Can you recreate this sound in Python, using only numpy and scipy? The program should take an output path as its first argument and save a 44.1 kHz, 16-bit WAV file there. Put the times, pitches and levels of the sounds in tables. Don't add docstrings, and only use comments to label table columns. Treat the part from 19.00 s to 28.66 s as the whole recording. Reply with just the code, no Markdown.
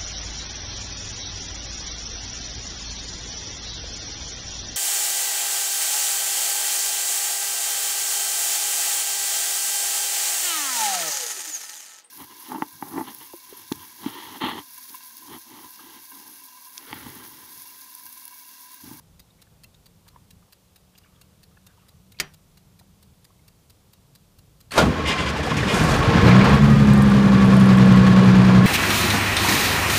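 import sys
import numpy as np
from scipy import signal
from scipy.fft import rfft, irfft, next_fast_len
from scipy.io import wavfile

SR = 44100
rng = np.random.default_rng(int(sys.argv[2]) if len(sys.argv) > 2 else 0)


def undo_db(level):
    steps = np.asarray(level, float) / 20
    return 10 ** steps


def wav_out(sig):
    wavfile.write(sys.argv[1], SR, np.round(np.clip(np.atleast_2d(sig).T, -1, 1) * 32767).astype(np.int16))


N = 426006
TIME_S = np.arange(N) / SR


def noise(count=N):
    return rng.standard_normal(count)


def evened(x):
    return x / np.sqrt(np.mean(x ** 2) + 1e-20)


def read(points, hz):
    f, value = np.transpose(points)
    return np.interp(np.log(hz + 1), np.log(f + 1), value)


def bumps(modes, hz):
    return sum(db / (1 + (2 * (hz - f) / width) ** 2) for f, width, db in modes)


def curves(rows):
    s, *columns = np.transpose(rows)
    return [np.interp(TIME_S, s, c) for c in columns]


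def add(mix, s, sound):
    part = mix[round(s * SR):][:len(sound)]
    part += sound[:len(part)]


def coloured(x, gain_db):
    size = next_fast_len(len(x))
    gain = undo_db(gain_db(np.fft.rfftfreq(size, 1 / SR)))
    return evened(irfft(rfft(x, size) * gain, size)[:len(x)])


def wobble(per_s):
    return coloured(noise(), lambda hz: -20 * np.log10(1 + (hz / per_s) ** 2))


def rung(modes, drive, spread):
    t = np.arange(SR // 3) / SR
    tune = 1 + spread * noise(len(modes))
    ring = 0
    for (hz, db, t60), k in zip(modes, tune):
        ring = ring + undo_db(db - 60 * t / t60) * np.sin(2 * np.pi * hz * k * t)
    out = signal.fftconvolve(ring, drive)
    return out / abs(out).max()


def burst(spectrum, rise, t60):
    t = np.arange(SR // 2) / SR
    out = coloured(noise(len(t)), lambda hz: read(spectrum, hz))
    out = out * np.minimum(t / rise, 1) * undo_db(-60 * t / t60)
    return out / abs(out).max()


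def tent(s, rise_db_per_s, fall_db_per_s):
    t = TIME_S - s
    return np.where(t < 0, rise_db_per_s * t, -fall_db_per_s * t)


def peaks(rows, rise_db_per_s, fall_db_per_s):
    tents = [db + tent(s, rise_db_per_s, fall_db_per_s) for s, db in rows]
    return np.maximum(np.max(tents, 0), 0)


def swells(rows):
    power, t = np.zeros(N), np.arange(SR) / SR
    for s, db, length in rows:
        shape = np.minimum(6.5 * t / length, 1) / (1 + (t / length) ** 6)
        add(power, s, (undo_db(db) * shape) ** 2)
    return np.sqrt(power)


def fade_in(start_s, length_s):
    return np.clip((TIME_S - start_s) / length_s, 0, 1)


def sounding(rows):
    return np.clip(np.minimum(TIME_S - rows[0][0], rows[-1][0] + 0.018 - TIME_S) / 0.024, 0, 1)


# time_s, firings_per_s
SPEED = [(5.7, 2), (6.0, 9), (6.4, 14), (6.6, 25), (6.7, 34.4), (6.93, 44.1), (7.14, 54), (7.35, 62.3),
         (7.5, 69), (7.62, 71.3), (7.7, 71), (7.85, 69.2), (8.0, 67.9), (8.3, 65.7), (8.45, 64.8),
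         (8.75, 63.8), (9.05, 62.95), (9.66, 62.3)]
# time_s, effort_db
EFFORT = [(5.7, -15), (6.0, -3.5), (6.3, -3.5), (6.6, -3), (6.79, 2.5), (7.08, 2.5), (7.24, 5), (7.48, 5.5),
          (7.62, -0.5), (7.75, -3.5), (8.06, -2.5), (8.6, 0), (9.0, 0), (9.66, 0.5)]
RATED_PER_S = 63
# pitch_hz, level_db
PIPE = [(45, 5), (63, -17.5), (70, -4.5), (118, -2), (141, -1.5), (190, 0), (250, -6.5), (270, -7.5)]
# pitch_hz, width_hz, level_db
PIPE_NOTCH = [(132, 2.9, -9.5)]
ORDERS_DB = [-18.5, -14, -11, -23]
ORDER_WANDER_DB = [2, 1.54, 0.22, 0.81]
# multiple_of_six_stroke_cycle, level_db
LOPE = [(4, -34), (5, -32), (7, -25), (8, -27), (9, -25), (10, -19), (11, -15), (13, -21), (14, -27),
        (15, -20), (16, -19), (17, -25), (19, -20), (20, -24), (21, -24), (28, -25), (30, -26), (32, -28),
        (35, -27), (36, -25), (39, -29), (44, -28), (48, -26)]
LOPE_DB, LOPE_DB_PER_HZ = -11.5, -0.5
LOPE_PEAK_PER_S, LOPE_FADE_DB_PER_HZ = 57, .6
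CAUGHT_PER_S, MISFIRE_DB_PER_HZ = 61.5, 0.6
# time_s, level_db
SURGES = [
    (7.27, 7.5),
    (7.365, 7),
    (7.55, 7),
    (7.625, 4.5),
    (7.705, 2.5),
    (7.8, 3.5),
]
SURGE_DB_PER_S, ORDER_EFFORT = 136, 0.023


def exhaust(turns):
    speed, effort_db = curves(SPEED)[0], curves(EFFORT)[0]
    cycle_hz = speed / 6
    misfire_db = MISFIRE_DB_PER_HZ * np.minimum(speed - CAUGHT_PER_S, 0)
    surge_db = peaks(SURGES, SURGE_DB_PER_S, SURGE_DB_PER_S)
    lines = []
    for k, db, wander_db in zip((6, 12, 18, 24), ORDERS_DB, ORDER_WANDER_DB):
        pipe_db = read(PIPE, k * cycle_hz) + bumps(PIPE_NOTCH, k * cycle_hz)
        fuel_db = ORDER_EFFORT * effort_db + (k == 12) * surge_db + k / 6 * misfire_db
        lines.append((k, db + pipe_db + fuel_db + wander_db * wobble(14.0)))
    lope_db = LOPE_DB + LOPE_DB_PER_HZ * np.clip(speed - RATED_PER_S, LOPE_PEAK_PER_S - RATED_PER_S, 0)
    lope_db += LOPE_FADE_DB_PER_HZ * np.minimum(speed - LOPE_PEAK_PER_S, 0)
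    for k, db in LOPE:
        reach_db = -10 * np.log10(1 + (55 / (k * cycle_hz)) ** 4)
        lines.append((k, lope_db + db + reach_db))
    drift = .011 * wobble(6)
    drone = sum(undo_db(db + 2) * np.sin(2 * np.pi * (k / 6 * (turns + drift) + rng.random()))
                for k, db in lines)
    return drone * fade_in(6.55, 0.55)


# time_s, peak_db, pitch_hz
FIRINGS = [
    (6.512, -17, 159),
    (6.606, -21, 110),
    (6.649, -16, 196),
    (6.734, -13, 190),
    (6.805, -12, 150),
    (6.844, -11, 156),
    (6.904, -14, 140),
    (6.984, -12, 135),
    (7.084, -12, 140),
    (7.156, -12, 175),
]
FIRING_T60, FIRING_RISE_S = 0.16, 0.0046


def firings():
    out, t = np.zeros(N), np.arange(SR // 5) / SR
    for s, db, hz in FIRINGS:
        ring = np.sin(2 * np.pi * hz * t) + 0.12 * np.sin(2 * np.pi * 2.1 * hz * t)
        add(out, s, undo_db(db - 60 * t / FIRING_T60) * np.minimum(t / FIRING_RISE_S, 1) * ring)
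    return out


# time_s, peak_db, t60_s
STARTER = [
    (5.708, -31, 0.068),
    (5.7165, -16.5, 0.11),
    (5.736, -21, .06),
    (5.75, -25, 0.087),
    (5.762, -20, 0.092),
    (5.779, -3, 0.17),
]
SLAM_S = STARTER[-1][0]
# time_s, peak_db, length_s
PUFFS = [
    (6.049, -14, 0.061),
    (6.073, -11.5, 0.073),
    (6.169, -15, 0.066),
    (6.252, -17, 0.052),
    (6.363, -22, 0.035),
    (6.427, -19.5, 0.03),
    (6.493, -18.5, 0.038),
    (6.559, -18.5, 0.077),
    (6.665, -15, 0.092),
]
# start_s, level_db, length_s
GASPS = [(6.05, -60, .03), (6.07, -38.5, 0.034), (6.095, -55, 0.039), (6.172, -57, .03),
         (6.198, -56, 0.027), (6.265, -59, .03), (6.286, -48, 0.024), (6.363, -53, .035), (6.428, -48, .02),
         (6.45, -48, .04), (6.49, -47, 0.031), (6.565, -43, 0.021), (6.582, -51, .05), (6.635, -51, 0.061),
         (6.38, -55, .04), (6.52, -57, .04), (6.68, -44, .03), (6.74, -48, 0.075), (6.82, -57, 0.16)]
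# rated_speed_db, effort_share, db_per_firing_per_s_off_rated, under_wheeze_db
REGISTERS = [(-23.5, 0.56, 0.63, -27), (-25.5, 1, 0.08, -17.5), (-28.5, 0.92, 0, -35),
             (-45, .15, 0.02, -39)]
# build_up_db_per_s, peak_db, fall_db_per_s
ENGAGE = [(490, -24.5, 100), (560, -17.5, 102), (464, -21, 144), (398, -30, 180)]
RUSH_DB = [-28.5, -32, -48, -35.5]
RUSH_S, RUSH_LENGTH_S = 6.68, .3
AIR_SHUT_DB, AIR_OPENS_PER_S = -5, 30


def levels():
    off_rated = curves(SPEED)[0] - RATED_PER_S
    effort_db = curves(EFFORT)[0]
    wheeze = swells(PUFFS)
    rush = swells([(RUSH_S, 0, RUSH_LENGTH_S)])
    slow = np.clip((AIR_OPENS_PER_S - RATED_PER_S - off_rated) / 10, 0, 1)
    gasps = 0, 0, 0, swells(GASPS)
    for register, engage, rush_db, gasp in zip(REGISTERS, ENGAGE, RUSH_DB, gasps):
        db, share, slope_db, wheeze_db = register
        rise, slam_db, fall = engage
        steady = undo_db(db + share * effort_db + slope_db * off_rated + tent(SLAM_S, rise, 0))
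        steady = steady * undo_db(AIR_SHUT_DB * np.any(gasp) * slow)
        slam = undo_db(slam_db + tent(SLAM_S, rise, fall))
        parts = steady, undo_db(6) * gasp, undo_db(wheeze_db) * wheeze, undo_db(rush_db) * rush, slam
        yield np.sqrt(sum(p ** 2 for p in parts))


# pitch_hz, level_db_per_hz
THUD = [(15, -18), (40, -1), (65, 3.5), (110, 8), (150, 9.5), (220, 8.5), (300, -5.5), (450, -45.5)]
# pitch_hz, level_db_per_hz
RUNNING = [(150, -17), (270, -1.5), (500, -6), (1000, -7.5), (2100, -15), (4400, -23.5), (5600, -30),
           (7500, -38), (10000, -43.5), (13000, -51), (15500, -54)]
# pitch_hz, width_hz, boost_db
HOUSING = [(466, 37, 7.5), (1085, 83, 7), (1370, 25, 3.5), (1567, 33, 2.5), (1660, 40, 2), (1710, 31, 7),
           (2420, 32, 5.5), (3270, 70, 1.5), (4940, 25, 4.5), (6880, 130, 4)]
CYLINDERS_DB = [-3.5, -15, 2.7, 0, -0.5, -4]
STROKE = [(1, 0.084), (0.059, 0.075), (0.29, 0.074), (0.67, 0.091)]


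def block(turns):
    strength = undo_db(np.take(CYLINDERS_DB, turns.astype(int) % 6) + 2.2 * wobble(40))
    push = strength * np.exp(-(turns % 1) / 1.2)
    late = turns + 0.014 * wobble(30)
    fires = np.diff(np.floor(late), prepend=0) > 0
    knocks = evened(strength * fires * (turns > 9))
    gust = undo_db(.8 * wobble(25))

    def body(hz, lo_hz, hi_hz):
        edges = (1 + (lo_hz / (hz + 1)) ** 8) * (1 + (hz / hi_hz) ** 8)
        return read(RUNNING, hz) + bumps(HOUSING, hz) - 10 * np.log10(edges)

    colours = [lambda hz: read(THUD, hz),
               lambda hz: body(hz, 234, 1470),
               lambda hz: body(hz, 1357, 7900) - 10 * np.log10(1 + (hz / 9500) ** 8),
               lambda hz: body(hz, 6370, 18000)]
    out = np.zeros(N)
    for gain, (depth, knock), colour in zip(levels(), STROKE, colours):
        drive = (1 + depth * push) * noise() + knock * knocks
        out += gain * gust * coloured(drive, colour)
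    return out * (TIME_S >= STARTER[0][0])


CLANKS_PER_S, CLANK_DB, CLANK_T60, CLANK_SLOPE_DB_PER_OCTAVE = 260, -33, .075, -4.5


def valves():
    first, t = round(SLAM_S * SR), np.arange(SR // 10) / SR
    count = N - first
    blows = undo_db(3.26 * np.minimum(rng.exponential(1, count), 4)) * (rng.random(count) < CLANKS_PER_S / SR)
    part = rng.integers(0, 24, count)
    pitches = np.geomspace(420, 3600, 24) * rng.uniform(.96, 1.04, 24)
    clanks = np.zeros(count)
    for k, hz in enumerate(pitches):
        fade = undo_db(CLANK_SLOPE_DB_PER_OCTAVE * np.log2(hz / 420) - 60 * t / CLANK_T60)
        ring = fade * np.sin(2 * np.pi * hz * t) * np.minimum(t / 0.0015, 1)
        clanks += signal.oaconvolve(blows * (part == k), ring)[:count]
    return undo_db(CLANK_DB + 0.47 * curves(EFFORT)[0]) * np.r_[np.zeros(first), evened(clanks)]


# teeth_per_firing, level_db
GEARS = [(17.5, 1.5), (22, -7), (27, -4.5)]
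MESH_DB, MESH_EFFORT, MESH_START_S, MESH_FADE_S = -35.5, .2, 6.5, .4


def gears(turns):
    tones = sum(undo_db(db + 3 * wobble(12)) * np.sin(2 * np.pi * (k * turns + .07 * wobble(12)))
                for k, db in GEARS)
    return undo_db(MESH_DB + MESH_EFFORT * curves(EFFORT)[0]) * tones * fade_in(MESH_START_S, MESH_FADE_S)


# time_s, peak_db, pitch_hz
RATTLES = [(6.838, -24, 9850), (6.891, -23, 7500), (6.9499, -35, 9120), (6.9649, -26, 9250),
           (6.9903, -27, 8100), (7.4448, -25.5, 8630), (7.4942, -24, 8600), (7.5516, -32, 9070),
           (7.7117, -37, 8700), (7.8609, -39, 8680), (7.9348, -21, 8340), (7.9771, -27, 8680),
           (8.022, -21, 8250), (8.0794, -36, 8480), (8.1003, -29, 8560), (8.1208, -35, 7860),
           (8.448, -30, 9000), (8.5034, -43, 7900), (8.5418, -30, 9100), (8.568, -26, 9100),
           (8.5993, -25, 9300), (8.459, -31, 9000), (8.477, -33, 9300), (8.608, -29, 9300),
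           (8.64, -31, 9200), (8.659, -29, 9000), (8.67, -35, 9300), (9.64, -29, 9000), (8.7314, -30, 8050),
           (8.7733, -27, 7910), (8.8585, -29, 8600), (8.9235, -28, 7300), (8.9609, -28, 7790),
           (9.2477, -31, 8600), (9.3869, -39, 8550), (9.4702, -36.5, 8350), (9.5351, -35, 8470)]


def rattles():
    out = np.zeros(N)
    for s, db, hz in RATTLES:
        ping = rung([(hz, 0, .009), (1.07 * hz, -3, .008)], noise(40), 0.0039)
        tick = burst([(3000, -25), (6000, -10), (10000, -1), (15000, -6)], .0003, 0.037)
        add(out, s, undo_db(db - 3.5) * ping)
        add(out, s + 0.013, undo_db(db - 10) * ping)
        add(out, s, undo_db(db - 8) * tick)
    return out


# time_s, peak_db, build_up_db_per_s
BOOM = [
    (5.85, -20, 188),
    (6.06, -31, 154),
    (6.24, -24.5, 92),
    (6.522, -23, 220),
    (6.844, -17.5, 28),
    (7.3, -12.5, 50),
]
# pitch_hz, width_hz, level_db
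CABINET = [(75, 17, -3.5), (148, 35, -3.5), (194, 30, -10.5), (219.6, 17, -4), (293.5, 17.5, -8)]
BOOM_SPAN = [(5.76,), (7.3,)]
BOOM_FALL_DB_PER_S, BOX_FLOOR_HZ = 49, 52


def cabinet():
    def colour(hz):
        modes = sum(undo_db(2 * db) / (1 + (2 * (hz - f) / width) ** 2) for f, width, db in CABINET)
        return 10 * np.log10(modes / (1 + (BOX_FLOOR_HZ / (hz + 1)) ** 8))

    boom_db = np.max([db + tent(s, rise, BOOM_FALL_DB_PER_S) for s, db, rise in BOOM], 0)
    return undo_db(boom_db) * coloured(noise(), colour) * sounding(BOOM_SPAN)


# start_s, peak_db, length_s
HEAVES = [
    (5.781, -22.5, 0.15),
    (5.92, -34, 0.063),
    (6.02, -24, 0.086),
    (6.182, -27, 0.19),
    (6.351, -29.5, 0.11),
]
HEAVE_HZ = 70


def heaves():
    out = np.zeros(N)
    for s, db, length in HEAVES:
        t = np.arange(0, length, 1 / SR)
        add(out, s, undo_db(db) * np.sin(np.pi * t / length) * np.sin(2 * np.pi * HEAVE_HZ * t))
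    return out


# pitch_hz, level_db_per_hz
SKIP_TEETH = [(300, -10), (1000, -8), (1800, -1), (3500, -9), (6000, -16.5), (11000, -19), (15000, -29)]
# pitch_hz, level_db_per_hz
SLAM = [(35, -43), (60, -39), (593, 0), (1130, -12), (1530, -24), (1880, -25), (2320, -16.5), (3130, -18),
        (3950, -21), (8670, -31.5), (15100, -42)]
# pitch_hz, level_db, t60_s
FRAME = [(70.4, -31, 0.65), (152, -28, 0.4), (248.7, 9, 1), (304, 3, 0.75), (413, 4, 0.58), (470, -7, 0.27),
         (524, 8, 0.49), (1040, 1, 0.13), (1195, -16, 0.18)]
# pitch_hz, level_db_per_hz
WHEEZE = [(880, -30), (1500, -35), (2060, -5), (3250, 1), (4180, -10.5), (6580, -15), (9000, -21),
          (15100, -55)]
# pitch_hz, width_hz, boost_db
PORTS = [(1850, 120, 19), (2080, 76, 14), (2400, 50, 13), (2826, 54, 9.5), (3250, 120, 2), (5000, 300, 8),
         (6860, 220, 3)]


def starter():
    out = np.zeros(N)
    *skips, (slam_s, slam_db, slam_t60) = STARTER
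    for s, db, t60 in skips:
        add(out, s, undo_db(db - 3.5) * burst(SKIP_TEETH, 0.0032, t60))
    add(out, slam_s, undo_db(slam_db + 1.0) * burst(SLAM, 0.00039, slam_t60))
    add(out, slam_s, undo_db(slam_db - 12.0) * rung(FRAME, [1.], 0))
    for s, db, length in PUFFS:
        t = np.arange(SR // 4) / SR / length
        tune = 1 + .03 * np.sin(9 * (s - PUFFS[1][0]))
        air = coloured(noise(len(t)), lambda hz: read(WHEEZE, hz) + bumps(PORTS, hz * tune))
        add(out, s, undo_db(db - 12.5) * air * np.minimum(4 * t, 1) / (1 + t ** 6))
    return out


# time_s, pitch_hz, level_db
WHINE = [(5.9, 1062, -54), (5.98, 1075, -29), (6.05, 1085, -32), (6.075, 1030, -37), (6.1, 1050, -31),
         (6.16, 1070, -28), (6.19, 1040, -33), (6.28, 1016, -31), (6.32, 1002, -66)]


def whine():
    hz, db = curves(WHINE)
    tone = np.sin(2 * np.pi * np.cumsum(hz + 5.9 * wobble(25.6)) / SR)
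    return undo_db(db + 2.2 * wobble(25)) * tone * sounding(WHINE)


# pitch_hz, level_db, t60_s
RELAY = [(1750, -10, .06), (3350, -9, .06), (4420, -2, .06), (8600, -11, .05), (10800, -16, .025)]
# pitch_hz, level_db, t60_s
PINION = [(456, -10, 0.092), (582, -13, 0.12), (800, -13, .15), (1414, -2, 0.13), (3160, -16, 0.21),
          (5050, -18, .09), (6380, -18, .085), (6900, -40, 0.25), (7900, -30, .15)]
RELAY_DB, PINION_DB = -27.5, -9.5
# time_s, peak_db, pitch_hz, t60_s
SQUEAKS = [
    (.2, -56, 3750, 0.16),
    (.385, -61, 2000, 0.2),
    (.64, -46, 2710, 0.042),
    (2.09, -70, 2300, .06),
    (2.19, -65, 1800, .06),
    (4.226, -60, 3980, .03),
    (4.302, -53, 1110, .025),
    (4.392, -59, 2200, .03),
]


def metal():
    out = np.zeros(N)
    for s, db, _ in STARTER[:3]:
        add(out, s, undo_db(RELAY_DB + 0.28 * (db + 15)) * rung(RELAY, noise(200), 0.04))
    add(out, SLAM_S, undo_db(PINION_DB) * rung(PINION, noise(300), 0))
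    for s, db, hz, t60 in SQUEAKS:
        add(out, s, undo_db(db) * rung([(hz, 0, t60), (1.1 * hz, -6, t60)], noise(250), .005))
    return out


# time_s, peak_db, pitch_hz, length_s
SCUFFS = [(1.09, -54, 1050, 0.13), (1.93, -58, 1500, .04), (2.03, -59, 2300, 0.055), (2.12, -63, 3250, .08),
          (2.1, -63, 1200, .12), (2.5, -62, 1250, .04), (2.66, -58, 1550, .08), (2.77, -61, 2750, .05),
          (2.8, -60, 1150, .06), (7, -18, 1100, 0.043), (8.1, -23, 1450, .03), (6.46, -17.5, 720, 0.026),
          (6.495, -18, 1000, 0.04), (6.57, -19, 2400, 0.035), (6.508, -24, 2000, .02),
          (7.4, -13, 2300, 0.028), (6.618, -21, 1800, 0.028), (7.3, -15, 2100, 0.031),
          (6.563, -30, 5400, 0.019), (7.238, -30, 4100, .015), (7.255, -27, 4250, 0.033),
          (3.14, -57, 2200, .015), (3.158, -56, 2500, 0.032), (3.315, -58, 4600, .015),
          (6.76, -22, 2420, 0.059)]


def scuffs():
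    out = np.zeros(N)
    for s, db, hz, length in SCUFFS:
        count = round(length * SR)
        stroke = np.hanning(count) * noise(count)
        add(out, s, undo_db(db) * rung([(hz, 0, .03), (1.06 * hz, -4, .025)], stroke, 0.0039))
    return out


HELD_S = [.196, .4185, .637, .860, 1.081]
FREE_FIRST_S, PAIR_S, TOCK_AFTER_S = 1.3068, .45335, .2191
BEATS_DB = [-38.5, -40, -37.5, -42, -40.5, -41, -40, -43.5, -40.5, -41.5, -42, -40.5, -43, -42.5, -41.5,
            -45, -43, -45, -42, -42.5, -43, -44, -41, -45.5, -42]


def beats():
    free = FREE_FIRST_S + PAIR_S * np.arange(10)
    return zip(np.sort(np.r_[HELD_S, free, free + TOCK_AFTER_S]), BEATS_DB)


# pitch_hz, level_db_per_hz
TICK = [(700, -10), (1300, -5.5), (2700, -6.5), (3400, -6), (4200, 1), (6000, -7), (9000, -6.5),
        (12000, -7.5), (15000, -4.5)]
# pitch_hz, width_hz, boost_db
WHEEL = [(9000, 630, 6.5), (13600, 1400, 3), (6800, 500, 3)]
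# delay_s, share, t60_s
CHATTERS = [
    [(-.0015, 1.05, .04), (.0038, .8, .035), (.006, .35, .045)],
    [(-.001, 1.05, .05), (.001, .55, .035), (.0025, .4, .04)],
]
# pitch_hz, level_db, t60_s
CASE = [(1790, -8, 0.065), (2790, 1, 0.05), (3900, 3.5, 0.052), (4530, 4, 0.038), (4800, -8, 0.029),
        (5800, -9, 0.013)]
# pitch_hz, level_db, t60_s
TOCK_CASE = [(1900, -5, .04), (2700, -5, .03), (4010, 2, 0.048), (4750, 5, .03), (7100, -6, .02),
             (8900, -9, .02)]
LEAD_S, LEAD_SHARE = .006, .1


def timer():
    out, t = np.zeros(N), np.arange(900) / SR - LEAD_S
    lead = round((LEAD_S - .002) * SR)
    for k, (s, db) in enumerate(beats()):
        odd = k % 2
        chatter = LEAD_SHARE * (t < 0)
        for at, share, t60 in CHATTERS[odd if k >= len(HELD_S) else 0]:
            chatter = chatter + share * (t > at) * undo_db(-60 * (t - at) / t60)
        tune = 1 + 0.033 * np.sin(2.4 * k)
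        knock = coloured(noise(900), lambda hz: read(TICK, hz) + bumps(WHEEL, hz * tune))
        add(out, s - LEAD_S, undo_db(db - 8.5) * knock * chatter * np.clip((.014 - t) / 0.006, 0, 1))
        shell = rung((TOCK_CASE, CASE)[odd], chatter[lead:lead + 400] * noise(400), 0.026)
        add(out, s - .002, undo_db(db - 8.5) * shell)
    return out


# start_s, level_db, length_s
RUBS = [
    (1.04, -70, 0.18),
    (1.93, -70, 0.33),
    (2.25, -78, .4),
    (2.65, -69.5, 0.31),
]
# time_s, peak_db, pitch_hz
TAPS = [(0.302, -52, 3770), (0.399, -56, 2170), (0.469, -56, 1550), (0.744, -46.5, 3900), (1.066, -48, 940),
        (1.16, -39, 970), (1.423, -50, 1220), (1.489, -59, 867), (1.952, -48, 2880), (2.034, -51.5, 2950),
        (2.044, -51, 1530), (2.058, -54, 1250), (2.124, -58, 1170), (2.157, -53, 3270), (2.57, -44.5, 1480),
        (2.699, -63, 1550), (2.779, -52, 915), (2.829, -58, 1130), (3.809, -49.5, 810)]
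# time_s, peak_db
TOGGLE = [
    (3.1875, -33),
    (3.1995, -8),
]
# pitch_hz, level_db_per_hz
SNAP = [(180, -39), (300, -28), (638, -21.5), (2110, -3.5), (3810, -12), (4560, -4), (8100, -15),
        (13700, -18.5), (15100, -17)]
# pitch_hz, level_db, t60_s
PANEL = [(151, -8.5, 0.46), (319.5, -7, 0.15), (396, -4.5, 0.15), (1800, -4, 0.17), (3100, -7, 0.16),
         (4650, -4, 0.11), (5814, -15, 0.27), (6790, 7, 0.039)]


def hand():
    cloth = [(600, -21), (1200, 3), (1600, -6), (2200, -8), (3100, -7), (5000, -19)]
    creak = [(1200, -19.0), (2500, -7.0), (4500, -0.5), (6000, -20.5), (10000, -29.0)]
    tail = [(200, -2), (600, -9.0), (2000, -6.5), (3500, -14), (7000, -26), (15000, -41)]
    grains = undo_db(3.7 * wobble(60)) * noise()
    out = swells(RUBS) * coloured(grains, lambda hz: read(cloth, hz))
    for s, db, hz in TAPS:
        modes = [(hz, 0, .025), (10 / 9 * hz, -4, .02), (1.72 * hz, -9, .015)]
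        add(out, s, undo_db(db - 1.5) * rung(modes, noise(300), .01))
    (creak_s, creak_db), (snap_s, snap_db) = TOGGLE
    add(out, creak_s, undo_db(creak_db) * burst(creak, .0006, 0.044))
    add(out, snap_s, undo_db(snap_db) * burst(SNAP, 0.001, 0.045))
    add(out, snap_s, undo_db(snap_db - 20.5) * burst(tail, 0.011, 0.23))
    add(out, snap_s, undo_db(snap_db - 13.5) * rung(PANEL, [1.], 0))
    return out


# pitch_hz, level_db_per_hz
HISS = [(150, -31), (250, -7), (488, -5), (600, -8.5), (1080, -11.5), (1770, -18), (2410, -17),
        (2810, -16.5), (3450, -15.5), (15100, -20)]
HISS_DB, HISS_DUCK_DB = -63, -10
# pitch_hz, level_db_per_hz
TRAFFIC = [(12, -46.5), (20, -20), (38, -5.5), (92, -1), (139, -4), (182, -4.5), (220, -12.5), (372, -27),
           (500, -34), (650, -46), (1100, -120)]
# time_s, depth_db
LULLS = [
    (1.52, 8),
    (2.7, 3),
    (4.14, 2),
    (4.85, 4),
]
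RUMBLE_DB, LULL_IN_DB_PER_S, LULL_OUT_DB_PER_S = -57.5, 70, 11
# start_s, peak_s, start_hz, peak_db
HUM = [
    (0, 1.444, 158.3, -63),
    (1.593, 3.0, 180.1, -60),
    (3.405, 4.106, 190.2, -64.5),
]
HUM_LAST_HZ, HUM_SWELL_DB_PER_S, HUM_DROP_DB_PER_S = 194, 1.5, 21


def yard():
    hiss_db = HISS_DB + HISS_DUCK_DB * (TIME_S > SLAM_S)
    hiss = undo_db(hiss_db) * coloured(noise(), lambda hz: read(HISS, hz))
    lull_db = peaks(LULLS, LULL_IN_DB_PER_S, LULL_OUT_DB_PER_S)
    rumble_db = RUMBLE_DB - lull_db + 1.1 * wobble(7.7)
    rumble = undo_db(rumble_db) * coloured(noise(), lambda hz: read(TRAFFIC, hz))
    hz, = curves([(s, f) for s, _, f, _ in HUM] + [(HUM[-1][1], HUM_LAST_HZ)])
    hum_db = np.max([top_db + tent(s, HUM_SWELL_DB_PER_S, HUM_DROP_DB_PER_S) - 99 * (TIME_S < start)
                     for start, s, _, top_db in HUM], 0)
    hum_db = hum_db - 0.5 - 0.58 * lull_db + 1.4 * wobble(5.4)
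    hum = undo_db(hum_db) * np.sin(2 * np.pi * np.cumsum(hz + 1.36 * wobble(7.4)) / SR)
    return hiss + rumble + hum


# time_s, depth_db
STUMBLES = [(6.71, 7.5), (6.78, 8.5), (6.88, 7.5), (6.935, 6.5), (7.05, 7), (7.13, 3.5), (7.21, 7),
            (7.49, 10), (7.59, 6.5), (7.67, 4), (7.75, 1.5), (7.84, -2), (8.11, 4)]
STUMBLE_IN_DB_PER_S, STUMBLE_OUT_DB_PER_S = 150, 292


def scene():
    turns = np.cumsum(curves(SPEED)[0]) / SR
    sag_db = peaks(STUMBLES, STUMBLE_IN_DB_PER_S, STUMBLE_OUT_DB_PER_S)
    drone = (exhaust(turns) + cabinet()) * undo_db(-sag_db)
    engine = drone + firings() + block(turns) + valves() + gears(turns) + rattles() + heaves()
    cranking = starter() + whine() + metal() + scuffs()
    return (engine + cranking + timer() + hand() + yard())[None]


def band_limit(x):
    return signal.sosfilt(signal.butter(12, 15260, fs=SR, output="sos"), x)


def record(dry):
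    clipped = np.clip(dry, -.99, .99)
    lowpass = signal.firwin(801, 15350, window=("kaiser", 9), fs=SR)
    mix = signal.oaconvolve(clipped, lowpass[None], "same")
    return band_limit(mix)


dry = scene()
out = record(dry)
wav_out(out)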